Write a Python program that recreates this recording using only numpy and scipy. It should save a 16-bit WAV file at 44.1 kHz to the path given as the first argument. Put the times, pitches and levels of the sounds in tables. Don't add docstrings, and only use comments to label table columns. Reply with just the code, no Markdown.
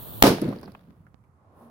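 import sys
import numpy as np
from scipy import signal
from scipy.fft import rfft, irfft
from scipy.io import wavfile

SR = 44100
rng = np.random.default_rng(int(sys.argv[2]) if len(sys.argv) > 2 else 0)


def unload_audio(sound):
    columns = np.transpose(np.atleast_2d(sound))
    steps = np.round(np.clip(columns, -1, 1) * 32767)
    wavfile.write(sys.argv[1], SR, steps.astype(np.int16))


N = 74970
T = np.arange(N) / SR
SHOT_S, LEFT_LAG_S = .2239, .00025
YARD_PAN_DB, FAR_PAN_DB = -0.7, -1.5

# (frequency [Hz], level [dB])
CRACK_SPECTRUM = [(60, -14), (300, 9), (800, 6), (1500, 4), (2200, -0.5), (3000, 2.5), (4300, -7),
                  (7000, -11.5), (15000, -7.5)]
# (frequency [Hz], level [dB])
MIST_SPECTRUM = [(2500, -23), (5000, -12), (7500, -13), (10500, 1), (15500, -5.5)]
# (frequency [Hz], left-right correlation)
YARD_STEREO = [(60, .98), (150, .98), (300, .95), (640, .68), (1400, -.05), (3000, .05), (15000, .05)]
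# (frequency [Hz], left-right correlation)
AIR_STEREO = [(60, .75), (290, 1), (640, 0.74), (1400, 0.0048), (3000, 0.025), (15000, 0.0023)]


def amp(db):
    return 10 ** (np.asarray(db) / 20)


def unit(x):
    return x / np.sqrt(np.mean(x ** 2) + 1e-20)


def read(points, hz):
    f, value = np.transpose(points)
    return np.interp(np.log(hz + 1), np.log(f + 1), value)


def pan(db):
    return amp(np.array([[db], [-db]]) / 2)


def noise(spectrum, stereo, dull_db_per_khz=0):
    hz = np.fft.rfftfreq(N, 1 / SR)
    left, spread = np.exp(2j * np.pi * rng.random((2, len(hz))))
    likeness = np.clip(read(stereo, hz), -1, 1)
    right = likeness * left + np.sqrt(1 - likeness ** 2) * spread
    gain = amp(read(spectrum, hz) - dull_db_per_khz * hz / 1000)
    return unit(irfft(np.array([left, right]) * gain, N))


def wander(rate_hz):
    hz = np.fft.rfftfreq(N, 1 / SR)
    return unit(irfft(rfft(rng.standard_normal(N)) * np.exp(-(hz / rate_hz) ** 2), N))


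def wavering_tone(hz, rate_hz):
    pitch = hz * (1 + 0.015 * wander(rate_hz))
    return np.sin(2 * np.pi * np.cumsum(pitch) / SR)


def ramp(start, rise):
    return np.clip((T - start) / rise, 0, 1)


def fade(start, t60):
    return 10 ** (-3 * np.maximum(T - start, 0) / t60)


def die_away(x, start, t60s):
    hz, spectrum = np.fft.rfftfreq(N, 1 / SR), rfft(x)
    centres, times = np.transpose(t60s)
    bands = (irfft(spectrum * read(np.c_[centres, solo], hz), N) for solo in np.eye(len(times)))
    return sum(band * fade(start, t60) for band, t60 in zip(bands, times))


def outdoor_air():
    # (frequency [Hz], level [dB])
    colour = [(20, -35.5), (92, -1.5), (200, -23), (516, -24.5), (659, -28), (1190, -23.5), (1740, -37.5),
              (2000, -37.5), (3080, -53.5), (10100, -51.5), (16000, -64.5)]
    return pan(-5) * amp(-61.5) * noise(colour, AIR_STEREO)


def closing_rush():
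    # (frequency [Hz], level [dB])
    colour = [(60, -29.5), (110, -11), (230, -10.5), (380, -12), (600, -10.5), (1090, -14), (1500, -26),
              (2200, -36.5), (4000, -42.5), (8000, -56)]
    # (time [s], level [dB])
    swell = [(1.3, -78), (1.44, -64), (1.53, -60.5), (1.6, -53.5), (1.645, -52.5), (1.7, -56.5)]
    envelope = amp(np.interp(T, *np.transpose(swell))) * ramp(swell[0][0], rise=0.043)
    whistle = amp(-11.5) * wavering_tone(1080, rate_hz=81)
    rush = (noise(colour, AIR_STEREO) + whistle) * envelope
    tone = amp(-51) * ramp(1.599, rise=0.021) * wavering_tone(232, rate_hz=30.3)
    fizz = amp(-69.5) * noise(MIST_SPECTRUM, AIR_STEREO) * np.exp(-((T - 1.625) / 0.07) ** 2)
    return pan(FAR_PAN_DB) * (rush + tone + fizz)


def spray():
    # (frequency [Hz], level [dB])
    colour = [(600, -5), (1200, -10.5), (2000, -16), (4600, -13.5), (7600, -33.5), (10000, -24),
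              (16000, -26.5)]
    # (frequency [Hz], t60 [s])
    decays = [(600, 1.64), (1500, 1.4), (4000, 0.9), (9000, 0.88), (15000, 1.34)]
    spray_s, mist_s, rise_s, hold_s = 0.36, 0.42, 0.013, 0.077
    wash = die_away(noise(colour, AIR_STEREO), spray_s + hold_s, decays) * ramp(spray_s, rise_s)
    wash *= amp(-47.5 + 3 * wander(rate_hz=404))
    mist = noise(MIST_SPECTRUM, AIR_STEREO) * ramp(mist_s, rise_s) * fade(mist_s, t60=2.8)
    mist *= amp(-78 + 5 * wander(rate_hz=700))
    return pan(FAR_PAN_DB) * (wash + mist)


def droplets():
    # (time [s], level [dB], pitch [Hz])
    landings = [(.5877, -45, 4660), (.595, -57, 10500), (.631, -49.5, 4870), (0.6336, -52, 4900),
                (0.6544, -50, 4900), (.6588, -44, 4600)]
    width_s = 0.00045
    pings = sum(amp(db) * np.exp(-((T - s) / width_s) ** 2) * np.sin(2 * np.pi * hz * (T - s))
                for s, db, hz in landings)
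    return pan(-6) * pings


def mic_drops():
    # (time [s], level [dB], side [1 left, -1 right])
    hits = [(0.9068, -40, 1), (1.1441, -35.5, -1)]
    swing_hz, decay_s = 149.8, 0.003
    out = np.zeros((2, N))
    for s, db, side in hits:
        age = np.maximum(T - s, 0)
        envelope = ramp(s, rise=.00009) * np.exp(-age / decay_s)
        out[int(side < 0)] -= amp(db) * envelope * np.cos(2 * np.pi * swing_hz * age)
    return out


def splats():
    # (time [s], body [dB], ring [dB], ring pitch [Hz], splash [dB], decay [s], pan [dB])
    slaps = [(0.383, -27.5, -41, 1100, -62, 0.003, -10), (0.4154, -46, -55, 4830, -34.5, 0.004, 1),
             (0.489, -56, -45, 4150, -48.5, 0.0032, 0), (0.526, -35, -54, 1300, -63, 0.0082, -6.5),
             (0.6133, -62, -60.5, 3950, -44.5, 0.0012, -2), (0.6305, -42, -57, 4800, -61.5, 0.012, -4),
             (0.678, -41.5, -56.5, 1620, -67, 0.0079, -3), (0.7187, -48, -54, 4530, -55, 0.0025, -3),
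             (0.7492, -34, -45.5, 2650, -69, 0.0033, -2.5), (0.8102, -58.5, -64.5, 4400, -69.5, 0.0022, -5),
             (1.067, -54.5, -56, 1480, -77, 0.0079, -5), (1.238, -68, -69, 2264, -78.5, 0.0073, -2)]
    # (frequency [Hz], level [dB])
    body_colour = [(100, -13), (450, 6), (1300, -2.5), (2300, -14.5), (5000, -50)]
    # (frequency [Hz], level [dB])
    splash_colour = [(2000, -32), (5000, 7), (7500, -8), (9500, 8.5), (15500, -3)]
    body, splash = noise(body_colour, AIR_STEREO), noise(splash_colour, AIR_STEREO)
    steps = np.arange(-6, 7)
    out = np.zeros((2, N))
    for s, body_db, ring_db, hz, splash_db, decay, pan_db in slaps:
        peak = np.c_[hz * np.exp(0.31 * steps), -17 * abs(steps)]
        ring = noise(peak, AIR_STEREO)
        strike = ramp(s, rise=0.00038) * np.exp(-np.maximum(T - s, 0) / decay)
        slap = amp(body_db) * body + amp(ring_db) * ring + amp(splash_db) * splash
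        out += pan(pan_db) * strike * slap
    return out


def fuse():
    # (frequency [Hz], level [dB])
    hiss_colour = [(35, -13.5), (105, 1), (300, -12), (700, -14), (1200, -20.5), (2200, -37), (3400, -23),
                   (4400, -27.5), (5100, -39.5), (7000, -36), (9500, -26.5), (11400, -26.5), (12600, -14.5),
                   (15600, -16.5)]
    # (frequency [Hz], level [dB])
    flame_colour = [(30, -16.5), (70, -3), (115, 3), (250, -11), (600, -28.5), (2000, -63.5)]
    # (frequency [Hz], left-right correlation)
    stereo = [(60, 0), (300, .4), (640, -0.16), (1400, 0.51), (15000, 0)]
    hiss = amp(-38.5 + 1.22 * wander(rate_hz=380)) * noise(hiss_colour, stereo)
    flame = amp(-46) * noise(flame_colour, stereo) * ramp(0, rise=0.12) ** 2
    return pan(-1.5) * (hiss + flame) * fade(SHOT_S, t60=0.049)


def rolling_boom():
    # (frequency [Hz], level [dB])
    grumble_colour = [(25, -29.5), (60, -7.5), (130, -1.5), (190, -2), (300, -12), (900, -51)]
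    # (frequency [Hz], level [dB])
    boom_colour = [(30, -31.5), (70, -24), (120, -7), (180, 1), (330, -6), (500, -8.5), (800, -23),
                   (2000, -28.5), (6000, -52)]
    # (time [s], level [dB], rise [s], t60 [s])
    returns = [(0.415, -27, 0.0056, 0.51), (0.473, -28, 0.0077, 0.36), (0.645, -41, 0.022, 0.29),
               (.867, -52, .015, 0.41)]
    grumble_s, dulling_db_per_khz_s, drift_db_per_s = .28, 64, -8
    envelope = ramp(grumble_s, rise=0.074) * fade(grumble_s, t60=2.34)
    grumble = noise(grumble_colour, YARD_STEREO) * amp(-42.5 + 0.5 * wander(rate_hz=17))
    out = pan(FAR_PAN_DB) * grumble * envelope
    for s, db, rise, t60 in returns:
        later = s - returns[0][0]
        boom = noise(boom_colour, YARD_STEREO, dulling_db_per_khz_s * later)
        out += pan(drift_db_per_s * later) * amp(db) * boom * ramp(s, rise) * fade(s + rise, t60)
    return out


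def wall_echoes():
    # (time [s], level [dB], pulse width [s])
    reflections = [(0.2363, -7, 0.00068), (0.2409, -9.5, 0.00065), (0.2442, -7.5, .0007),
                   (0.2508, -8, 0.00058), (0.2545, -8.5, .0006), (0.2618, -8.5, 0.00065),
                   (0.2698, -2.5, 0.00037), (0.2796, -8, 0.0006), (0.306, -10.5, 0.0013),
                   (0.3189, -15.5, 0.00071), (0.339, -17, 0.00069), (.425, -13, 0.00078),
                   (0.4312, -17.5, 0.00083), (0.4526, -17, 0.00088), (0.4584, -17.5, 0.00089),
                   (0.4643, -19, 0.0012), (0.4859, -26, 0.0017), (0.4936, -25, 0.0011),
                   (0.5048, -21.5, 0.00072), (.5128, -23.5, 0.00057), (0.5644, -30, 0.00077),
                   (.596, -32.5, 0.00093), (0.6942, -34.5, 0.0011), (0.8902, -39.5, 0.0014),
                   (0.8952, -43, 0.0016), (0.9776, -48.5, .0018), (1.0081, -42, 0.0017),
                   (1.061, -46.5, .002), (1.085, -46.5, 0.0018), (1.112, -49.5, .0017),
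                   (1.296, -53, 0.0019)]
    channel_lag = np.array([[LEFT_LAG_S], [-LEFT_LAG_S]]) / 2
    out = np.zeros((2, N))
    for s, db, width in reflections:
        offset = (T - s - channel_lag) / width
        out += amp(db) * (offset ** 2 - 1) * np.exp(-offset ** 2 / 2)
    return pan(YARD_PAN_DB) * out


def yard():
    # (frequency [Hz], level [dB])
    colour = [(30, -21), (110, -10.5), (180, -7.5), (300, -4.5), (450, -4), (700, -9.5), (1200, -15.5),
              (1900, -21), (3000, -22.5), (5300, -22.5), (7400, -34), (10000, -28.5), (16000, -33.5)]
    # (frequency [Hz], t60 [s])
    decays = [(50, 0.15), (180, .5), (400, 0.31), (750, 0.22), (2500, 0.31), (6000, .26), (14000, 0.23)]
    # (frequency [Hz], level [dB], t60 [s])
    modes = [(198.5, -17.5, 0.42), (285.5, -14, 0.26), (454, -18.5, 0.38), (585, -20.5, .16),
             (690, -13.5, 0.12), (913, -24, 0.31), (1043, -24.5, 0.24), (1237, -28.5, 0.15),
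             (1494, -33, 0.32), (2960, -35.5, 0.28)]
    start_s, hold_s = .235, 0.041
    wash = amp(-14.5) * die_away(noise(colour, YARD_STEREO), start_s + hold_s, decays)
    rings = sum(amp(db) * np.sin(2 * np.pi * hz * (T - start_s)) * fade(start_s, t60)
                for hz, db, t60 in modes)
    return pan(YARD_PAN_DB) * (wash + rings) * ramp(start_s, rise=0.0023)


def balloon_snaps():
    # (time [s], level [dB])
    cracks = [(.2367, -13), (.2435, -15.5), (.2703, -13.5)]
    width_s = 0.0013
    spikes = sum(amp(db) * np.exp(-abs(T - s) / width_s) for s, db in cracks)
    return noise(CRACK_SPECTRUM, YARD_STEREO) * spikes


def cannon_shot():
    # (frequency [Hz], left-right correlation)
    stereo = [(60, .98), (800, .95), (2500, .6), (15000, .2)]
    crack_s, barrel_hz = 0.0035, 716.6
    blast_at_s, push_s, thump_hz = .2272, 0.0026, 40.08
    gate = ramp(SHOT_S, rise=.0002) * np.exp(-np.maximum(T - SHOT_S - crack_s, 0) / .0002)
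    barrel = amp(-4.5) * np.cos(2 * np.pi * barrel_hz * (T - SHOT_S))
    crack = (amp(3) * noise(CRACK_SPECTRUM, stereo) + barrel) * gate
    age = np.maximum(T - blast_at_s, 0)
    progress = age / push_s
    blast = amp(-6) * np.minimum(progress * 10, 1) * (1 - progress) * np.exp(-progress)
    thump = amp(-23.5) * np.sin(2 * np.pi * thump_hz * age) * fade(blast_at_s, t60=0.088)
    left, right = crack + blast - thump
    return np.array([np.roll(left, round(LEFT_LAG_S * SR)), right])


def scene():
    firing = fuse() + cannon_shot() + balloon_snaps()
    tail = yard() + wall_echoes() + rolling_boom()
    water = spray() + splats() + droplets() + mic_drops()
    return firing + tail + water + closing_rush() + outdoor_air()


def record(dry):
    ceiling, knee, cutoff_hz = .9, 4, 16200
    clipped = dry / (1 + abs(dry / ceiling) ** knee) ** (1 / knee)
    lowpass = signal.firwin(301, cutoff_hz, window=("kaiser", 8), fs=SR)
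    return signal.oaconvolve(clipped, lowpass[None], "same")


dry = scene()
out = record(dry)
unload_audio(out)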